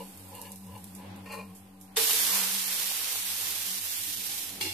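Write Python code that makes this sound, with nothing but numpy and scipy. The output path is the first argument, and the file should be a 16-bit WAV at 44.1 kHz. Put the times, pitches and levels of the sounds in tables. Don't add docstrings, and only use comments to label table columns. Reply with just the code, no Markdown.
import sys
import numpy as np
from scipy import signal
from scipy.fft import rfft, irfft, next_fast_len
from scipy.io import wavfile
from scipy.ndimage import uniform_filter1d, map_coordinates

SR = 44100
rng = np.random.default_rng(int(sys.argv[2]) if len(sys.argv) > 2 else 0)


def master(y):
    cut = np.clip(np.atleast_2d(y).T, -1, 1)
    pcm = np.round(cut * 32767)
    wavfile.write(sys.argv[1], SR, pcm.astype(np.int16))


def gain_from_db(level_db):
    decades = np.asarray(level_db, float) / 20
    return 10 ** decades


N = 208637


def unit(x):
    return x / np.sqrt(np.mean(x ** 2) + 1e-20)


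def along(points, hz):
    f, v = np.transpose(points)
    return np.interp(np.log(hz + 1), np.log(f + 1), v)


def curves(rows, outside=-120):
    s, *columns = np.transpose(rows)
    t = np.arange(N) / SR
    return [np.interp(t, s, column, outside, outside) for column in columns]


def wobble(rate):
    knots = rng.standard_normal(int(N * 400 / SR) + 4)
    return map_coordinates(knots, [np.arange(N) * min(rate, 400) / SR])


def filtered(x, response):
    m = next_fast_len(N + SR // 2)
    return irfft(rfft(x, m) * response(np.fft.rfftfreq(m, 1 / SR)), m)[..., :N]


def modes(table):
    def response(f):
        total = 0
        for k, (centre, width, db) in enumerate(table):
            damping = 1j * f * width
            total = total + (-1) ** k * gain_from_db(db) * damping / (centre * centre - f * f + damping)
        return total
    return response


def sides(pan_db):
    return gain_from_db(np.array([pan_db / 2, -pan_db / 2])).reshape(2, -1)


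def spread(pair, spectrum, alike):
    def response(hz):
        turn = np.arccos(np.clip(along(alike, hz), -1, 1)) / 2
        return gain_from_db(along(spectrum, hz)) * [np.cos(turn), np.sin(turn)]
    mid, side = filtered(pair, response)
    return unit(np.array([mid + side, mid - side]))


def bursts(share, spread_db, steam):
    size = gain_from_db(spread_db * np.minimum(rng.exponential(size=N), 4)) * (rng.random(N) < share)
    life = np.exp(-np.arange(120) / 14.0)
    pops = unit(signal.fftconvolve(size, life)[:N] * rng.standard_normal((2, N)))
    return pops + steam * rng.standard_normal((2, N))


# (time [s], fizz level [dB], gurgle over fizz [dB])
SIZZLE_LEVEL = [(1.96, -63, -1), (1.97, -31, -1.5), (2.03, -30, -11.5), (2.15, -30, -12), (2.34, -31, -7),
                (2.59, -36, -10), (3.1, -37, -9), (3.2, -37.5, -12), (3.85, -39, -14), (4.2, -40, -21),
                (4.27, -39, -18), (4.43, -40.5, -14.5), (4.6, -52, -10), (4.61, -39.5, -14),
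                (4.73, -48, -13)]
# (frequency [Hz], density [dB per Hz])
FIZZ_COLOUR = [(3240, -10), (5500, -4.5), (7640, -5.5), (13700, 3.5), (14500, -4)]
BOIL_COLOUR = [(1060, -20), (1800, -5), (3260, 1.5), (8000, -1.5), (10400, -0.5), (17600, -120)]
GURGLE_COLOUR = [(180, -64), (300, -22), (351, -14), (444, -5.5), (691, -8), (751, -3), (1070, -1),
                 (1300, -4), (1450, -2.5), (2200, -4), (2860, -5.5), (4840, -120)]
# (frequency [Hz], density [dB per
# Hz])
DROPLET_FLOOR = [(150, -75)]
# (time [s], level [dB])
SIMMER_LEVEL = [(0.0, -55), (0.45, -54), (0.72, -60), (0.87, -57), (1.15, -68), (1.33, -60.5), (1.76, -69),
                (1.96, -70.5)]
# (frequency [Hz], density [dB per Hz])
SIMMER_COLOUR = [(1470, -34), (2500, -9), (2750, -12), (3190, -11), (4570, -6.5), (6270, -9.5),
                 (8790, -2.5), (13500, -3), (14500, -4.5)]
# (frequency [Hz], likeness [0-1])
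DROPLET_ALIKE = [(300, 1), (800, 0.42), (2000, 0.13), (6000, 0.047)]


def frying():
    simmer_db, = curves(SIMMER_LEVEL)
    simmer = spread(bursts(0.008, 2, steam=2.2), SIMMER_COLOUR, DROPLET_ALIKE)
    simmer = gain_from_db(simmer_db + 5.5 + 0.8 * wobble(8.1)) * sides(-3.5) * simmer

    fizz_db, wet_db = curves(SIZZLE_LEVEL)
    since = np.maximum(np.arange(N) / SR - SIZZLE_LEVEL[0][0], 0)
    calm_db, splash_s = -38.5, 0.016
    hotter_db = fizz_db - calm_db
    splash_db = 7.5 * np.exp(-since / splash_s)
    follows = np.where(hotter_db > 0, 0.63, 0.67)
    dried_db = 1.6 * (since - 1)
    boil_db = -39.5 + follows * hotter_db - dried_db + splash_db
    pan_db = -8 + 0.24 * np.maximum(hotter_db, 0)
    surge = 0.34 * wobble(14) + 0.67 * wobble(70)

    fizz = spread(bursts(0.009, 1.4, steam=3.4), DROPLET_FLOOR + FIZZ_COLOUR, DROPLET_ALIKE)
    fizz = gain_from_db(fizz_db + 4.0 + surge) * sides(pan_db) * fizz
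    boil = spread(bursts(0.008, 1.8, steam=2.6), DROPLET_FLOOR + BOIL_COLOUR, DROPLET_ALIKE)
    boil = gain_from_db(boil_db + 4.5 + surge) * sides(0.09 * pan_db) * boil
    gurgle = spread(bursts(0.004, 3.7, steam=2.5), GURGLE_COLOUR, DROPLET_ALIKE)
    gurgle = gain_from_db(fizz_db + wet_db + surge + 1.1 * wobble(8.97)) * gurgle

    landed = since > 0
    mix = simmer + landed * (fizz + boil + gurgle)
    return filtered(mix, lambda hz: hz ** 4 / (hz ** 4 + 160 ** 4))


# (time [s], peak level [dB], puff t60 [s])
FAT_DROPLETS = [(0.174, -33, 0.091), (0.2044, -44, 0.1), (0.2902, -41, 0.1), (0.3507, -28, 0.1),
                (0.4152, -23, 0.08), (0.5184, -24, 0.09), (0.5583, -31.5, 0.13), (0.6672, -38, 0.082),
                (0.7776, -35.5, 0.064), (0.8421, -26.5, 0.07), (0.95, -31, 0.2), (1.1603, -40.5, 0.2),
                (1.261, -43, 0.1), (1.3194, -42, 0.12), (1.3258, -36, 0.1), (1.8023, -42, 0.1),
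                (1.8108, -36.5, 0.28), (1.9684, -14, 0.1)]
# (time [s], peak level [dB], puff t60 [s])
SIZZLE_POPS = [
    (2.132, -6, .02),
    (2.355, -17.5, .02),
    (3.2, -25, .02),
    (3.4, -22, .012),
]
# (time [s], level [dB], t60 [s])
STEAM_PUFFS = [
    (1.315, -40, 0.33),
    (1.546, -43, 0.27),
]


def spits():
    out = np.zeros((2, N + SR))
    t = np.arange(SR // 3) / SR
    pan_db = -4
    for s, db, t60 in FAT_DROPLETS + SIZZLE_POPS:
        t60 = max(t60, 0.004)
        hiss_db = -16 + 3 * np.log2(t60 / 0.093)
        scattered_db = pan_db + 1.5 * rng.standard_normal()
        decay = 0.26 * gain_from_db(-60 * t / 0.0055) + gain_from_db(hiss_db - 60 * t / t60)
        puff = decay * rng.standard_normal((2, len(t)))
        puff[:, :3] = [[0.95, -2.1, 0.69], [-2.5, 1.7, -1.1]]
        puff[1] = np.roll(puff[1], 2)
        out[:, round((s + 0.0006) * SR):][:, :len(t)] += gain_from_db(db + 1.5) * sides(scattered_db) * puff
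    for s, db, t60 in STEAM_PUFFS:
        swell = gain_from_db(db - 60 * t / t60) * (1 - np.exp(-t / 0.007))
        out[:, round(s * SR):][:, :len(t)] += swell * sides(pan_db) * rng.standard_normal((2, len(t)))
    return filtered(out[:, :N], modes([(3000, 2200, -13), (10400, 6100, 1.0)]))


# (time [s], pan ring level [dB], slap level [dB])
BLOWS = [
    (1.9684, -29.5, -29),
    (2.128, -43.5, -45),
]
# (frequency [Hz], level [dB], t60 [s])
PAN_MODES = [(427, -0.5, 0.21), (457, 0, 0.37), (610, -19, 0.54), (850, -8, 0.33), (1177, -14, 0.32),
             (1880, 8, 0.026), (2680, -12, .07), (3630, 19.5, 0.023)]
# (frequency [Hz], level [dB], delay [s], t60 [s])
SOFT_FLOP = (295, -43, 0.07, 0.1)


def flip():
    out = np.zeros((2, N))
    t = np.arange(SR // 2) / SR
    ring = 0
    for hz, db, t60 in PAN_MODES:
        ring = ring + gain_from_db(db - 60 * t / t60) * np.cos(2 * np.pi * hz * (t - 0.016))
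    ring = ring * (1 - np.exp(-t / 0.0035))
    for s, ring_db, slap_db in BLOWS:
        slap = np.diff(rng.standard_normal((2, len(t) + 1))) * gain_from_db(-60 * t / 0.032)
        out[:, round(s * SR):][:, :len(t)] += gain_from_db(ring_db) * ring + gain_from_db(slap_db) * slap
    hz, db, delay, t60 = SOFT_FLOP
    flop_db = db - 60 * abs(t - delay) / t60 + 3.8 * wobble(40)[:len(t)]
    flop = gain_from_db(flop_db) * np.sin(2 * np.pi * hz * t) * (1 - np.exp(-t / 0.02))
    out[:, round(BLOWS[0][0] * SR):][:, :len(t)] += flop
    return out


# (full pressure [s], lift [s], level [dB], rise [dB/s], blade over pan [dB])
RIM_STROKES = [
    (0.0, 0.01, -44.5, 300, -13.5),
    (0.368, 0.508, -47, 158, -12),
    (0.456, 0.462, -50, 900, 0),
    (0.692, 0.77, -51.5, 350, -14.5),
    (0.98, 1.06, -52.5, 700, -12),
    (1.13, 1.25, -58, 150, -24),
]
# (full pressure [s], lift [s], level [dB], rise [dB/s], blade over pan [dB])
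UNDER_STROKES = [
    (1.261, 1.28, -51.5, 1500, 1),
    (1.335, 1.345, -41, 164, -4),
    (1.38, 1.41, -41, 200, -11),
    (1.44, 1.56, -59.5, 300, -13),
]
# (frequency [Hz], width [Hz], level [dB])
RIM_MODES = [(458, 20, 1), (553, 42, 0), (838, 15, 3), (916, 57, -2), (1000, 26, 4.5), (1115, 60, -13),
             (1710, 25, -7), (2330, 170, -11.5), (2730, 54, -7), (2860, 50, -2), (3540, 57, -15),
             (4190, 200, -15)]
UNDERSIDE_MODES = [(450, 16, 4.5), (586, 100, -5.5), (849, 19, 1.5), (1014, 63, 0), (1102, 76, -2.5),
                   (1360, 110, -13.5), (1835, 26, -3), (2230, 150, -15), (2430, 31, 0.5), (2760, 67, -5),
                   (3400, 530, -29), (4160, 230, -14.5), (4720, 400, -18), (6600, 6300, -29.5)]


def stroke(rows, table, judder_db):
    t = np.arange(N) / SR
    drags = []
    for full, lift, db, rise, _ in rows:
        onset_db = rise * np.maximum(full - t, 0)
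        sag_db = 25 * np.maximum(t - full, 0)
        release_db = 254 * np.maximum(t - lift, 0)
        drags.append(db - onset_db - sag_db - release_db)
    drags = np.where(t > rows[0][0] - 0.004, drags, -120)
    pan_db = np.maximum(np.max(drags, axis=0), -70)
    blade_db = np.max([drag + row[-1] for drag, row in zip(drags, rows)], axis=0)
    rub = rng.standard_normal((2, N)) * gain_from_db(judder_db * wobble(70))
    rub[1] = 0.65 * rub[0] + 0.5 * rub[1]
    pan = modes([m for m in table if m[0] < 1300])
    blade = modes([m for m in table if m[0] >= 1300])
    low = unit(filtered(rub, lambda hz: pan(hz) * abs(pan(hz)) ** 0.36))
    high = unit(filtered(rub, blade))
    return gain_from_db(pan_db) * low + gain_from_db(blade_db + 3.0) * high


# (frequency [Hz], width [Hz], level [dB])
UTENSIL_MODES = [(844, 24, -8), (2230, 200, -8.5), (2775, 57, -1.5), (3440, 150, -7), (4200, 140, -5.5),
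                 (5020, 360, -11), (5750, 250, -10.5), (6900, 1900, -18), (8900, 860, -12.5),
                 (11900, 6200, -23)]
# (frequency [Hz], width [Hz], level [dB])
COUNTER_MODES = [(338, 55, 11), (386, 29, 8)]
# (time [s], level [dB])
BODY_THUDS = [
    (4.632, -44.5),
    (4.66, -41.5),
]


def knock():
    t = np.arange(N) / SR
    knock_s, lead_in_s = 4.6108, 0.007
    since = np.maximum(t - knock_s, 0)
    crack = gain_from_db(-30.5 - 60 * since / 0.057) / 2
    dying = gain_from_db(-38 - 60 * since / 1.5)
    shake = np.where(t < knock_s, gain_from_db(-55), crack + dying)
    bumps = [db - 450 * np.maximum(s - t, 0) - 380 * np.maximum(t - s, 0) for s, db in BODY_THUDS]
    thud_db = np.maximum(np.max(bumps, axis=0), -57)
    chatter = rng.standard_normal((2, N)) * gain_from_db(0.91 * wobble(150))
    steel = modes(UTENSIL_MODES)
    rattle = shake * gain_from_db(5) * unit(filtered(chatter, lambda hz: steel(hz) * abs(steel(hz)) ** 0.27))
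    thud = gain_from_db(thud_db) * unit(filtered(chatter[0], modes(COUNTER_MODES)))
    return (t > knock_s - lead_in_s) * (rattle * sides(-1.2) + thud)


# (time [s], second order level [dB], first order over it [dB])
HUM_ORDERS = [(0.0, -43, -28), (0.22, -60, 6), (0.63, -46, -14), (0.74, -51.5, 2), (0.84, -50.5, -6),
              (1.12, -46, -8.5), (1.94, -53.5, -11), (2.08, -63.5, 3), (2.4, -47, -28), (3.1, -70, 6),
              (3.25, -58.5, -6), (3.53, -75.5, 17), (3.74, -51.5, -12), (3.85, -72, 12), (4.2, -56.5, -6),
              (4.42, -76, 8), (4.57, -52.5, -6), (4.73, -75, 23)]
# (frequency [Hz], rms level [dB])
MOTOR_LINES = [(767, -70), (1213, -80)]
# (time [s], rush level [dB])
DRAUGHT = [(0.0, -67), (0.75, -70), (0.88, -69.5), (1.13, -64), (1.3, -68.5), (1.65, -72.5), (2.2, -68),
           (2.8, -73), (3.7, -69), (3.85, -71), (4.73, -66.5)]
# (frequency [Hz], density [dB per Hz])
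RUSH_COLOUR = [(60, -61), (90, -8.5), (130, -18), (200, -13), (280, -14.5), (350, -15.5), (450, -16),
               (640, -20), (810, -11.5), (920, -20.5), (1300, -24), (3000, -24.5), (7000, -40), (9000, -90)]
RUMBLE_COLOUR = [(15, -14), (33, -16), (50, 2), (75, -7), (110, -10), (150, -50)]
# (frequency [Hz], likeness [0-1])
RUSH_ALIKE = [(60, 0.92), (300, 0.91), (700, 0.075), (2000, 0.025)]


def fan():
    t = np.arange(N) / SR
    turns = np.cumsum(96 * (1 + 0.0035 * wobble(4.93))) / SR
    second_db, first_db = curves(HUM_ORDERS, outside=-60)
    rush_db, = curves(DRAUGHT, outside=-65)
    draught_db = rush_db + 70
    third_db = -64 + 0.17 * (second_db + 54) + 1.6 * draught_db + 1.6 * wobble(7)
    orders = [(second_db + first_db, 0.8), (second_db, 0.65), (third_db, 1.1)]
    tone = 0
    for k, (db, rough) in enumerate(orders, start=1):
        swell = gain_from_db(db + 2.5 + 3.06 * rough * wobble(22.23))
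        tone = tone + swell * np.sin(2 * np.pi * k * turns + rough * wobble(26))
    for hz, db in MOTOR_LINES:
        tone = tone + gain_from_db(db + 2.5 + 4.0 * wobble(8)) * np.sin(2 * np.pi * hz * t + 1.17 * wobble(20))
    rumble_db = -75 + 0.3 * draught_db - 0.5 * t
    rush = spread(rng.standard_normal((2, N)), RUSH_COLOUR, RUSH_ALIKE)
    rush = gain_from_db(rush_db + 12.5 + 2.25 * wobble(7.2)) * rush
    rumble = spread(rng.standard_normal((2, N)), RUMBLE_COLOUR, RUSH_ALIKE)
    rumble = gain_from_db(rumble_db + 3 + 2.2 * wobble(3.07)) * rumble
    return tone * sides(1.0) + rush + rumble


# (frequency [Hz], t60 [s])
ROOM_DECAY = [(200, 0.32), (2000, 0.062), (12000, 0.3)]


def kitchen(x):
    hz, t, z = signal.stft(rng.standard_normal((2, SR // 2)), SR, nperseg=256)
    decay = gain_from_db(-60 * t / along(ROOM_DECAY, hz)[:, None])
    tail = signal.istft(z * decay, SR, nperseg=256)[1]
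    return signal.fftconvolve(x, tail / np.linalg.norm(tail[0]), axes=1)[:, :N]


def scene():
    sizzle = frying()
    droplets, landing = spits(), flip()
    spatula = stroke(RIM_STROKES, RIM_MODES, judder_db=3.0) + stroke(UNDER_STROKES, UNDERSIDE_MODES, judder_db=1.5)
    room = kitchen(gain_from_db(-13) * droplets + gain_from_db(-7) * landing)
    return sizzle + droplets + landing + spatula + knock() + fan() + room


def dropouts(x, quiet_db):
    hz, _, z = signal.stft(x, SR, nperseg=1024)
    band, frame = np.arange(z.shape[1]) // 7, np.arange(z.shape[2])
    start = rng.random((band[-1] + 1, len(frame)))[band]
    quiet = np.sum(abs(z) ** 2, axis=(0, 1)) < gain_from_db(2 * quiet_db)
    reach = np.interp(hz, [1500, 2600, 3100, 7000, 7700], [0, 0.2, 1, 1, 0])[:, None]
    odds = np.where(quiet, 0.045, 0.014) * reach
    lost = uniform_filter1d(1.0 * (start < odds), size=4, axis=1) > 0.01
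    return signal.istft(np.where(lost, 0.02, 1) * z, SR, nperseg=1024)[1][:, :N]


def top_cut(x):
    return signal.sosfilt(signal.butter(12, 15570, fs=SR, output="sos"), x)


def record(dry):
    top_hz = 14255
    edge_hz = [top_hz, top_hz + 150, top_hz + 1200]
    x = filtered(dry, lambda hz: gain_from_db(np.interp(hz, edge_hz, [0, -46, -75])))
    x = dropouts(x, quiet_db=-39) - 0.0005
    return top_cut(x)


dry = scene()
out = record(dry)
master(out)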